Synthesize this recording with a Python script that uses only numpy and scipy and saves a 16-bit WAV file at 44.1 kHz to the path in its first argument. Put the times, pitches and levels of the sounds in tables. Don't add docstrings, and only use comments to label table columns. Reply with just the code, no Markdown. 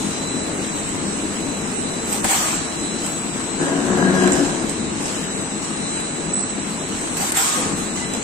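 import sys
import numpy as np
from scipy import signal
from scipy.io import wavfile
from scipy.ndimage import uniform_filter1d

SR = 44100
rng = np.random.default_rng(int(sys.argv[2]) if len(sys.argv) > 2 else 0)


def wav_out(sig):
    wavfile.write(sys.argv[1], SR, np.round(np.clip(np.atleast_2d(sig).T, -1, 1) * 32767).astype(np.int16))


def volts_from_db(level):
    exponent = np.asarray(level, float) / 20
    return 10 ** exponent


N = 363149


def evened(x):
    return x / np.sqrt(np.mean(x ** 2) + 1e-20)


def read(points, hz):
    f, value = np.transpose(points)
    return np.interp(np.log(hz + 1), np.log(f + 1), value)


def along(rows, off):
    s, value = np.transpose(rows)
    return uniform_filter1d(np.interp(np.arange(N) / SR, s, value, off, off), size=100)


def summed_db(levels_db):
    return 10 * np.log10((volts_from_db(levels_db) ** 2).sum(0) + 1e-12)


def panned(db):
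    return volts_from_db(np.multiply.outer([.5, -.5], db))


def wander(rate, count):
    knots_per_s = 40
    knots = rng.standard_normal((count, int(N / SR * knots_per_s) + 2))
    knots = signal.lfilter([1], [1, -np.exp(-2 * np.pi * rate / knots_per_s)], knots)
    t = np.arange(N) * knots_per_s / SR
    return evened(np.array([np.interp(t, np.arange(len(k)), k) for k in knots]))


def resonate(x, hz, width):
    turn = np.exp(2j * np.pi * np.cumsum(hz * np.ones(x.shape[-1])) / SR)
    r = np.exp(-np.pi * width / SR)
    return 2 * (turn * signal.lfilter([1 - r], [1, -r], x / turn + 1e-18)).real


# f/Hz, likeness
SAME = [(30, .9), (130, .94), (290, .85), (640, .4), (1410, -.15), (3100, .1), (6820, -.05), (15000, 0)]
# f/Hz, left minus right/dB
LEAN = [(60, 4.2), (250, 5.5), (700, 2.3), (1300, 3.5), (2400, 2), (4400, 0), (7600, -3.5), (8500, 1.5),
        (10000, 2.5), (15000, 0)]


def noise(shape_db, patchy_db, size, band=None):
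    hz = np.fft.rfftfreq(size, 1 / SR)
    a, b, c, d, patches = rng.standard_normal((N * 4 // size + 5, len(hz), 5)).T
    patches = uniform_filter1d(patches, size // 100, 0)
    patches = evened(uniform_filter1d(patches, 12000 // size, 1))
    same = np.clip(read(SAME, hz), -1, 1)[:, None]
    left = a + 1j * b
    right = same * left + np.sqrt(1 - same ** 2) * (c + 1j * d)
    z = np.array([left, right]) * panned(read(LEAN, hz))[:, :, None]
    z *= volts_from_db(shape_db(hz)[:, None] + patchy_db * patches)
    within = z[:, (hz > band[0]) & (hz < band[1])] if band else z
    share = np.sqrt((abs(within) ** 2).sum() / (abs(z) ** 2).sum())
    return evened(signal.istft(z, nperseg=size, noverlap=size * 3 // 4)[1][:, :N]) / share


# f/Hz, density/dB per Hz
ROAR = [(15, -28), (25, -11), (62, -14), (101, -7.5), (132, -12), (152, -7.5), (209, -1.5), (322, -2),
        (523, -9.5), (2850, -18.5), (3170, -23), (4150, -17.5), (4750, -25.5), (7850, -19), (8900, -20),
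        (10400, -32.5), (15500, -37.5)]
# f/Hz, width/Hz, level/dB
FRAME = [(159.7, 8.5, 8.7), (205.4, 5.4, 7.9), (250, 31, 2.1), (280, 11, 1.9), (323, 7.6, 3.8),
         (452, 3.1, 5.1), (670, 30, 0.87)]
# t/s, low roar level change/dB
LOAD = [(0, 2.5), (.7, 0.5), (2.1, 0), (2.6, -1), (3, -0.5), (4.8, 1), (5.6, -0.5), (7.2, -1.5),
        (7.42, -4.5), (7.65, 3.5), (7.9, 0), (8.23, 0)]
ROAR_DB = -25


def roar():
    def shape_db(hz):
        return read(ROAR, hz) + sum(db / (1 + (2 * (hz - f) / w) ** 2) for f, w, db in FRAME)

    x = volts_from_db(ROAR_DB) * noise(shape_db, 1.0, size=4096)
    low = signal.sosfilt(signal.butter(1, 600, fs=SR, output="sos"), x)
    return x + low * (volts_from_db(along(LOAD, 0)) - 1)


CARRIER_HZ = [4000, 3760, 3844, 4157]
CARRIER_DB = [0.5, -12, -13.5, -10.5]
DOUBLE_HZ = [7919.5, 7681, 7760, 8000, 8079, 8239, 8320, 8477, 8823]
DOUBLE_DB = [-2, -9, -11, -13, -13, -8.5, -11.5, -15.5, -20]
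# t/s, half width/s, level/dB, left minus right/dB, left phase lead/rad
CARRIER_CRESTS = [(0.12, 0.13, -48, 22, -2), (0.33, 0.1, -40.5, 2, 1), (0.71, 0.09, -47, 4, -0.5),
                  (1.02, 0.085, -47.5, -7, -3), (1.5, 0.078, -44, -3, -5.5), (1.9, 0.066, -45.5, 13, -5),
                  (2.11, 0.093, -48, -1, -8.5), (2.84, 0.13, -41, -3, -5), (3.2, 0.14, -50.5, 10, -8.5),
                  (3.58, 0.11, -49.5, 11, -8), (3.82, .06, -70, 7, -10), (4.17, 0.19, -45.5, 10, -11),
                  (4.5, 0.078, -47, 3, -11), (4.82, 0.092, -50, -4, -11), (5.25, 0.17, -45.5, 8, -9.5),
                  (5.93, 0.13, -40.5, 4, -11), (6.42, 0.32, -55, -3, -11.5), (7.07, 0.22, -56, 1, -14.5),
                  (7.83, 0.05, -43, -7, -17.5), (8.09, 0.075, -44, 3, -18)]
DOUBLE_CRESTS = [(0.37, 0.083, -38, -6, 4.5), (0.84, 0.076, -48, -11, 5), (1.16, 0.37, -43.5, -5, 4.5),
                 (1.81, 0.053, -38, -18, 9.5), (2.07, 0.04, -42, -7, 6), (2.56, 0.06, -54, -5, -3.5),
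                 (2.85, 0.018, -33, -5, 8), (3.13, 0.13, -39, 7.5, 5.5), (3.52, 0.11, -40.5, 19, 5),
                 (4.23, 0.17, -82, -15, -2.5), (5.42, 0.091, -41.5, 10, -1), (5.93, 0.16, -35.5, 3, 3.5),
                 (6.31, 0.46, -47.5, -17, 5), (6.55, 0.042, -57, 8, -5.5), (6.76, 0.052, -48, 0, 0.5),
                 (7.09, 0.084, -35, -3, 2.3), (7.62, 0.06, -59, -1, -0.5), (7.9, 0.12, -47, -14, 14),
                 (7.94, 0.067, -48, 11, 7.5)]
CARRIER_TROUGH_DB, DOUBLE_TROUGH_DB = -50.5, -38
SIDE_FOLLOWS, SIDE_WANDER_RAD = .45, 1.6


def whine():
    t, out = np.arange(N) / SR, np.zeros((2, N))
    carrier = CARRIER_HZ, CARRIER_DB, CARRIER_CRESTS, CARRIER_TROUGH_DB
    double = DOUBLE_HZ, DOUBLE_DB, DOUBLE_CRESTS, DOUBLE_TROUGH_DB
    for pitches, lines_db, crests, trough_db in (carrier, double):
        s, width, crest_db, pan_db, ahead = np.transpose(crests)
        bumps = np.exp(-.5 * ((t[::100] - s[:, None]) / width[:, None]) ** 2)
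        level = volts_from_db(trough_db) + (volts_from_db(crest_db) * panned(pan_db)) @ bumps
        level = uniform_filter1d(np.repeat(level, 100, axis=1)[:, :N], size=100)
        lead = np.interp(t, s, ahead)
        for k, (hz, db) in enumerate(zip(pitches, lines_db)):
            drift = wander(4.6, count=5)
            turn = 2 * np.pi * hz * t + 0.3 * drift[2]
            if k == 0:
                fade_db, heard = 1.4 * drift[:2], level
                turn = turn + np.array([lead, 0 * lead])
            else:
                fade_db = 3.5 * drift[:2]
                heard = SIDE_FOLLOWS * level + (1 - SIDE_FOLLOWS) * level.mean()
                smooth = 12000 if hz < 6000 else 1500
                turn = turn + SIDE_WANDER_RAD * uniform_filter1d(drift[3:], size=smooth)
            out += np.sqrt(2) * heard * volts_from_db(db + fade_db) * np.sin(turn)
    return out


# t of full flow/s, jet level/dB, opening/s, held open/s, hose level/dB
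VENTS = [
    (2.126, -37, 0.085, .012, -26),
    (2.246, -36, 0.0056, 0.016, -30),
    (2.308, -27, 0.041, 0.23, -36),
    (7.172, -41, 0.0089, 0.011, -44),
    (7.214, -35, 0.049, 0.13, -23.5),
    (7.322, -38, 0.0066, 0.0035, -45),
    (7.374, -26.5, 0.033, 0.25, -29),
    (7.78, -42.5, 0.015, 0.061, -49),
]
# f/Hz, density/dB per Hz
JET = [(350, -71), (600, -2.5), (1300, -2), (2700, -6), (5000, -7.5), (7000, -2.5), (7800, 4), (8800, -2.5),
       (9600, -2.5), (10500, -46), (13000, -49)]
# f/Hz, density/dB per Hz
FIZZ = [(9000, -13), (10000, -3), (11200, -3.5), (13300, 2.5), (13900, 1), (14300, -9), (15600, -11),
        (16000, -42)]
# f/Hz, width/Hz, level/dB
HOSE = [(784, 150, -6), (1100, 64, -1.5), (1250, 76, -5.5)]
OPENING_DB, SAG_DB_PER_S, SHUT_DB_PER_S, SNAP_DB_PER_S = 12, 30.5, 65, 908
QUICK_S, LONG_S = .117, .2
FIZZ_DB, FIZZ_FOLLOWS = -8.5, 2.13
HOSE_WAIT_S, HOSE_GLIDE_S = 0.025, 0.048
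HOSE_FOLLOWS, HOSE_THINS_DB = .55, -2.5


def vents():
    s, full_db, opening, held, ring_db = np.transpose(VENTS)[:, :, None]
    u = np.arange(0, N + 20, 20) / SR - s
    quick = np.diff(s, axis=0, append=99) < QUICK_S
    shut = np.where(quick, SNAP_DB_PER_S, SHUT_DB_PER_S) * np.maximum(u - held, 0)
    early = OPENING_DB * np.maximum(-u / opening, 0)
    flow_db = -early - SAG_DB_PER_S * np.maximum(u, 0) - shut
    risen = np.clip((u - HOSE_WAIT_S) / HOSE_GLIDE_S, 0, 1)
    rings_db = ring_db + HOSE_FOLLOWS * flow_db - early + HOSE_THINS_DB * risen
    with np.errstate(divide="ignore"):
        low_db = rings_db + 20 * np.log10(1 - risen)
        high_db = rings_db + 20 * np.log10(risen * (held > LONG_S))
    fizz_db = full_db + FIZZ_DB + FIZZ_FOLLOWS * flow_db + 0.38 * early
    rows = [summed_db(levels) for levels in (full_db + flow_db, fizz_db, low_db, high_db)]
    rows = uniform_filter1d(np.repeat(rows, 20, axis=1)[:, :N], size=100)
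    jet_db, fizz_db, low_db, high_db = rows
    jet = volts_from_db(jet_db + 6.0) * noise(lambda hz: read(JET, hz), 2.5, size=256, band=(4500, 7400))
    fizz = volts_from_db(fizz_db + 11.5) * noise(lambda hz: read(FIZZ, hz), 2.2, size=256)
    air = rng.standard_normal((2, N))
    low, *high = (volts_from_db(db) * evened(resonate(resonate(air, hz, w), hz, 2 * w)) for hz, w, db in HOSE)
    return jet + fizz + volts_from_db(low_db) * low + volts_from_db(high_db) * sum(high)


# t/s, peak level/dB, f/Hz
THUMPS = [(2.247, -15.5, 765), (2.290, -19, 773), (2.308, -16, 790), (2.330, -18.5, 810),
          (2.346, -17.5, 770), (2.402, -22, 720), (7.232, -28, 770), (7.370, -20, 780), (7.391, -18, 790),
          (7.414, -23, 800), (7.464, -23, 1110)]
THUMP_RISE_S, THUMP_T60_S = .004, .055
THUMP_UPPER, THUMP_UPPER_DB = 1.22, -8


def thumps():
    out, t = np.zeros((2, N + SR)), np.arange(4000) / SR
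    for s, db, hz in THUMPS:
        upper = volts_from_db(THUMP_UPPER_DB) * np.sin(2 * np.pi * THUMP_UPPER * hz * t)
        ring = np.sin(2 * np.pi * hz * t) + upper
        decay_db = -60 * np.maximum(t - THUMP_RISE_S, 0) / THUMP_T60_S
        ring *= np.minimum(t / THUMP_RISE_S, 1) * volts_from_db(db + decay_db)
        out[:, round(s * SR):][:, :len(t)] += panned(3.3)[:, None] * [ring, np.roll(ring, 6)]
    return out[:, :N]


# t/s, grip level/dB
GROAN = [
    (3.56, -43),
    (3.608, -19),
    (3.87, -20.5),
    (4.0, -15.5),
    (4.11, -16),
    (4.21, -14.5),
    (4.394, -17),
    (4.5, -21),
    (4.588, -27),
    (4.66, -24),
]
# f/Hz, width/Hz, level/dB
HEAD_LOW = [(84, 41, -20), (166.7, 33, -5.5), (253, 34, -1.5), (279, 10.6, -3.5), (363.5, 41, -1),
            (426, 46, -6.5), (568, 66, -7), (656, 78, -6.5), (708, 51, -15.5), (1010, 45, -13),
            (1074, 62, -12), (1286, 130, -20)]
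# f/Hz, width/Hz, level/dB
HEAD_HIGH = [(1430, 360, 11), (1577, 190, 9), (1640, 38, -11), (1816, 45, -7)]
SLIPS_PER_S = 75
UPPER_DB, UPPER_FADE_DB_PER_S = -13.5, 1.5


def groan():
    span, out = slice(round(3.4 * SR), round(4.85 * SR)), np.zeros((2, N))
    grip_db, t = along(GROAN, off=-90)[span], np.arange(N)[span] / SR
    upper_db = UPPER_DB - UPPER_FADE_DB_PER_S * (t - GROAN[1][0])
    turns = np.cumsum(SLIPS_PER_S * (1 + .12 * wander(6.0, count=1)[0][span])) / SR
    size, *rub = rng.standard_normal((len(turns), 4)).T
    slips = (np.diff(turns // 1, prepend=0) > 0) * volts_from_db(3.0 * size)
    drive = .55 * evened(slips) + .55 * rub[0] + .42 * np.array(rub[1:])
    low, high = (evened(sum(volts_from_db(db) * resonate(resonate(drive, f, w), f, 1.9 * w) / np.sqrt(w)
                            for f, w, db in body))
                 for body in (HEAD_LOW, HEAD_HIGH))
    high[1] = 0.71 * np.roll(high[1], 900) - 0.11 * high[0]
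    body = volts_from_db(-1.0) * low * panned(6.2)[:, None] + volts_from_db(upper_db + 6.0) * high
    out[:, span] = volts_from_db(grip_db - 2.0) * body
    return out


# start t/s, length/s, first f/Hz, settled f/Hz, level/dB
SINGS = [(3.6, 0.04, 355, 364, -29), (3.722, 0.17, 278, 281.5, -29.5), (3.804, 0.069, 222, 220, -28),
         (3.9, 0.07, 195, 195, -24.5), (3.99, 0.355, 191, 191.5, -21.5), (4.017, 0.12, 251, 250, -30),
         (4.162, 0.31, 284, 280, -22.5), (4.159, 0.19, 294.6, 370, -27), (4.332, 0.073, 352, 334, -28),
         (3.6, 0.15, 1584, 1640, -36), (3.91, 0.103, 371, 350, -31), (3.996, .12, 1660, 1627, -29),
         (4.132, 0.19, 1670, 1620, -27.5)]
# start t/s, length/s, first f/Hz, settled f/Hz, level/dB
WHISTLES = [
    (2.33, .17, 1180, 1245, -33),
    (2.43, .07, 1110, 1095, -34),
    (7.39, .07, 1010, 1000, -36),
    (7.455, .14, 1220, 1240, -31),
    (7.46, .05, 1120, 1100, -32.5),
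    (7.535, .07, 1095, 1105, -33.5),
    (7.595, .09, 1210, 1225, -36),
]
SETTLE_S, SING_WOBBLE_DB = .04, 1.5


def sings():
    out, tones = np.zeros(N), SINGS + WHISTLES
    sways = rng.standard_normal((len(tones), 2, 20000))
    for (s, length, first_hz, hz, db), sway in zip(tones, sways):
        u = np.arange(round(length * SR)) / SR
        sway = uniform_filter1d(uniform_filter1d(sway, size=600), size=600)
        sway = evened(sway)[:, :len(u)]
        pitch = (hz + (first_hz - hz) * np.exp(-u / SETTLE_S)) * (1 + 0.0062 * sway[0])
        tone = np.sin(2 * np.pi * np.cumsum(pitch) / SR) * signal.windows.tukey(len(u), .35)
        out[round(s * SR):][:len(u)] += 1.6 * volts_from_db(db + SING_WOBBLE_DB * sway[1]) * tone
    return np.array([1.3 * out, .7 * np.roll(out, 10)])


# t/s, peak level/dB, ring f/Hz, relative knock level/dB, left minus right/dB
CLICKS = [(0.889, -23, 7800, -29, 6), (2.1263, -20.5, 8160, -18, -11), (2.243, -15, 7840, -7.5, 4),
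          (3.061, -22, 8000, -29, -12), (4.319, -17.5, 7450, -20, -8), (4.3305, -19, 7800, -19, -3),
          (4.2736, -21, 7720, -10, -12), (4.694, -23, 8200, -25, -5), (7.013, -26.5, 8260, -16, 14),
          (7.1686, -20, 7930, -25, -8), (7.3196, -16.5, 8470, -21, 2), (7.96, -30, 8400, -14, 1),
          (8.1353, -21, 8060, -32, -2)]
# t/s, peak level/dB, f/Hz, length/s, left
# minus right/dB
SQUEAKS = [(6.332, -15, 7930, .018, -4), (6.337, -22, 7930, .006, -4), (6.3525, -20, 8000, .0085, -4),
           (6.36, -16.5, 7920, .013, -6), (6.372, -18, 8000, .007, -5), (6.379, -21, 7900, .004, -5),
           (6.384, -23, 7920, .017, -5), (6.406, -19, 7930, .0045, -5), (6.41, -19, 8050, .0045, -5),
           (6.426, -21, 7920, .006, -6), (6.433, -22, 7950, .01, -6), (6.492, -24, 7920, .028, -3),
           (6.598, -22.5, 7830, .007, -3), (7.968, -32, 2040, .022, 0), (8.004, -31.5, 2010, .045, 0),
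           (7.57, -26, 500, .04, 3)]
RING_T60_S, RING_WIDTH_HZ = .018, 800
CRACK, CRACK_T60_S = 0.077, 0.045


def clicks():
    out, t = np.zeros((2, N + SR)), np.arange(3000) / SR
    grits = rng.standard_normal((len(CLICKS), 2, 2, 3000))
    for (s, db, hz, knock_db, pan_db), grit in zip(CLICKS, grits):
        rough = evened(resonate(resonate(grit[0], hz, RING_WIDTH_HZ), hz, RING_WIDTH_HZ))
        ring = .2 * np.sin(2 * np.pi * hz * t) + .5 * rough
        crack = CRACK * grit[1] * volts_from_db(-60 * t / CRACK_T60_S)
        knock = evened(resonate(resonate(grit[1], 1300, 2700), 1300, 2700))
        knock = knock * volts_from_db(knock_db - 9.5 - 60 * t / 0.097)
        onset = np.sin(np.pi / 2 * np.minimum(t / .0025, 1)) ** 2
        tick = (ring * volts_from_db(-60 * t / RING_T60_S) + crack + knock) * onset
        out[:, round(s * SR):][:, :len(t)] += volts_from_db(db + 14.5) * panned(pan_db)[:, None] * tick
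    for s, db, hz, length, pan_db in SQUEAKS:
        u = np.arange(round(length * SR)) / SR
        tone = np.sin(2 * np.pi * hz * u + np.array([[0], [.8]])) * signal.windows.tukey(len(u), .5)
        out[:, round(s * SR):][:, :len(u)] += volts_from_db(db - 0.5) * panned(pan_db)[:, None] * tone
    return out[:, :N]


# t/s, peak level/dB, swelling/s, fading/s
SCUFFS = [(0, -36.5, .02, 0.32), (.7, -42, 0.19, 0.38), (.89, -49.5, 0.015, 0.2), (1.07, -44.5, 0.04, 0.81),
          (1.66, -46, 0.25, 0.45), (2.04, -52, 0.14, 0.044), (2.8, -41, 0.15, 0.12),
          (3.06, -34.5, 0.091, 0.095), (3.37, -40.5, 0.038, 0.17), (3.62, -37, 0.037, 0.2),
          (3.95, -38.5, 0.23, 0.16), (4.24, -32.5, 0.16, 0.057), (4.32, -28.5, 0.013, 0.22),
          (4.7, -38.5, .03, 0.058), (5.06, -32, 0.078, 0.23), (5.63, -39, 0.015, 0.1),
          (6, -36, 0.14, 0.017), (6.42, -54, 0.27, 0.096), (6.68, -47, 0.053, 0.15),
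          (6.93, -42, 0.03, 0.53), (7.961, -35, 0.0079, 0.11), (8.14, -37, 0.015, 0.3)]
# f/Hz, density/dB per Hz
SCUFF = [(590, -14), (1000, -8), (2210, -19.5), (3040, -10), (4120, -25), (4510, -16.5), (7770, -8),
         (10400, -21), (11400, -23), (15000, -35)]
RUB_DB, SCUFF_SWING_DB = -42.5, 13.5


def scuffs():
    s, peak_db, swell, fade = np.transpose(SCUFFS)[:, :, None]
    u = np.arange(0, N + 20, 20) / SR - s
    scuff_db = peak_db - SCUFF_SWING_DB * np.maximum(-u / swell, u / fade)
    level = volts_from_db(summed_db(scuff_db)) + volts_from_db(RUB_DB)
    grain = volts_from_db(2.0 * uniform_filter1d(rng.standard_normal(N), 150) * np.sqrt(150))
    rub = noise(lambda hz: read(SCUFF, hz), 3.0, size=256, band=(5000, 7500))
    return np.repeat(level, 20)[:N] * rub * evened(grain)


# f/Hz, t60/s
SHOP = [(300, 0.43), (1000, 0.32), (4000, 0.91), (10000, 0.38)]


def shop(x):
    hz, t, z = signal.stft(rng.standard_normal((2, SR)), SR, nperseg=256)
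    z = z * (t > .008) * volts_from_db(-60 * t / read(SHOP, hz)[:, None])
    tail = signal.istft(z, SR, nperseg=256)[1]
    return signal.fftconvolve(x, tail / np.linalg.norm(tail[0]), axes=1)[:, :N]


def scene():
    ticks = clicks()
    machine = roar() + whine() + vents() + scuffs() + groan() + sings() + thumps()
    return machine + ticks + volts_from_db(-4) * shop(ticks)


# f/Hz, level against the usual bin/dB
DROPPED = [(2300, -20), (3300, -1), (3900, -4), (4700, 0), (5800, -6), (7000, -16), (8400, -13), (9100, 5),
           (10800, 9), (12500, 7.5), (14100, 5.5), (14800, 10), (15500, 12)]
# f/Hz, threshold rise/dB per dB
MASKED = [(2500, 0), (4500, .08), (8200, 0), (9000, .6), (10800, .8), (12300, .2), (13650, .1),
          (13850, 1.0), (15500, 1.0)]
# t/s, level/dB
TIGHT = [(0, 0.5), (2.0, -2), (2.1, -6.5), (2.3, -4), (2.36, -6), (2.6, 0.5), (2.7, -2), (3.0, 0.5),
         (3.1, -9.5), (3.4, 0), (4.1, 0), (4.25, -1.5), (4.45, -1), (4.52, 2), (5.0, 3), (5.2, -1),
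         (5.7, -1), (5.9, 4.5), (6.28, -1), (6.33, 4.5), (6.5, 4), (6.56, -1.5), (7.1, -0.5), (7.17, -1),
         (7.38, -18), (7.46, 0), (8.23, 0)]
FULL_LINGERS = 0.6


def mask_weak(x):
    frame = dict(fs=SR, window="cosine", nperseg=2048, noverlap=1024)
    shift = 361
    hz, t, z = signal.stft(np.pad([x[0] + x[1], x[0] - x[1]], ((0, 0), (shift, 0))), **frame)
    level_db = 10 * np.log10(uniform_filter1d((abs(z) ** 2).mean(0), 25, 0) + 1e-14)
    usual_db = np.median(level_db, 1, keepdims=True)
    rise_db = level_db - usual_db
    peak_db = rise_db[(hz > 7600) & (hz < 8200)].max(0)
    luck = rng.standard_normal((z.shape[2], len(hz) // 16 + 2)).T
    luck = luck + .7 * np.roll(luck, 1, 1)
    jump_db = 1.1 * luck[-1] + 3.5 * luck[np.arange(len(hz)) // 16]
    attack_db = np.diff(level_db[hz > 10000].mean(0), prepend=99)
    relief = signal.lfilter([1], [1, -FULL_LINGERS], np.clip(attack_db - 6.5, 0, 9))
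    jump_db = jump_db - 2.2 * relief
    treble = np.clip((hz[:, None] - 8300) / 1500, 0, 1)
    jump_db = jump_db + treble * np.interp(t, *np.transpose(TIGHT))
    masked_db = read(DROPPED, hz)[:, None] + read(MASKED, hz)[:, None] * peak_db
    limit = volts_from_db(usual_db + .5 * rise_db + masked_db + jump_db)
    mid, side = signal.istft(z * (abs(z) > limit), **frame)[1][:, shift:][:, :N]
    return np.array([mid + side, mid - side]) / 2


# t/s, length/s, level/dB
STARVED = [
    (7.311, .0075, -10),
    (7.327, .018, -7),
    (6.3495, .0035, -16),
]


def starve_treble(x):
    t = np.arange(N) / SR
    dip_db = sum(db * ((t > s) & (t < s + length)) for s, length, db in STARVED)
    dip_db = uniform_filter1d(dip_db, size=40)
    treble = signal.sosfiltfilt(signal.butter(2, 2500, "high", fs=SR, output="sos"), x)
    edge = signal.ellip(10, .2, 50, 15740, fs=SR, output="sos")
    return signal.sosfiltfilt(edge, x + treble * (volts_from_db(dip_db) - 1))


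def low_pass(x):
    return signal.sosfilt(signal.butter(12, 15830, fs=SR, output="sos"), x)


def record(dry):
    bright = signal.sosfilt(signal.butter(2, 1500, "high", fs=SR, output="sos"), dry)
    power_db = 10 * np.log10(uniform_filter1d((bright ** 2).mean(0), 2000) + 1e-12)
    fall = np.arange(N) * 25.0 / SR
    held_db = np.maximum.accumulate(power_db + fall) - fall
    over_db = np.maximum(held_db + 21.0, 0)
    ducked = dry / volts_from_db(0.35 * uniform_filter1d(over_db, 800))
    return low_pass(starve_treble(mask_weak(ducked)))


dry = scene()
out = record(dry)
wav_out(out)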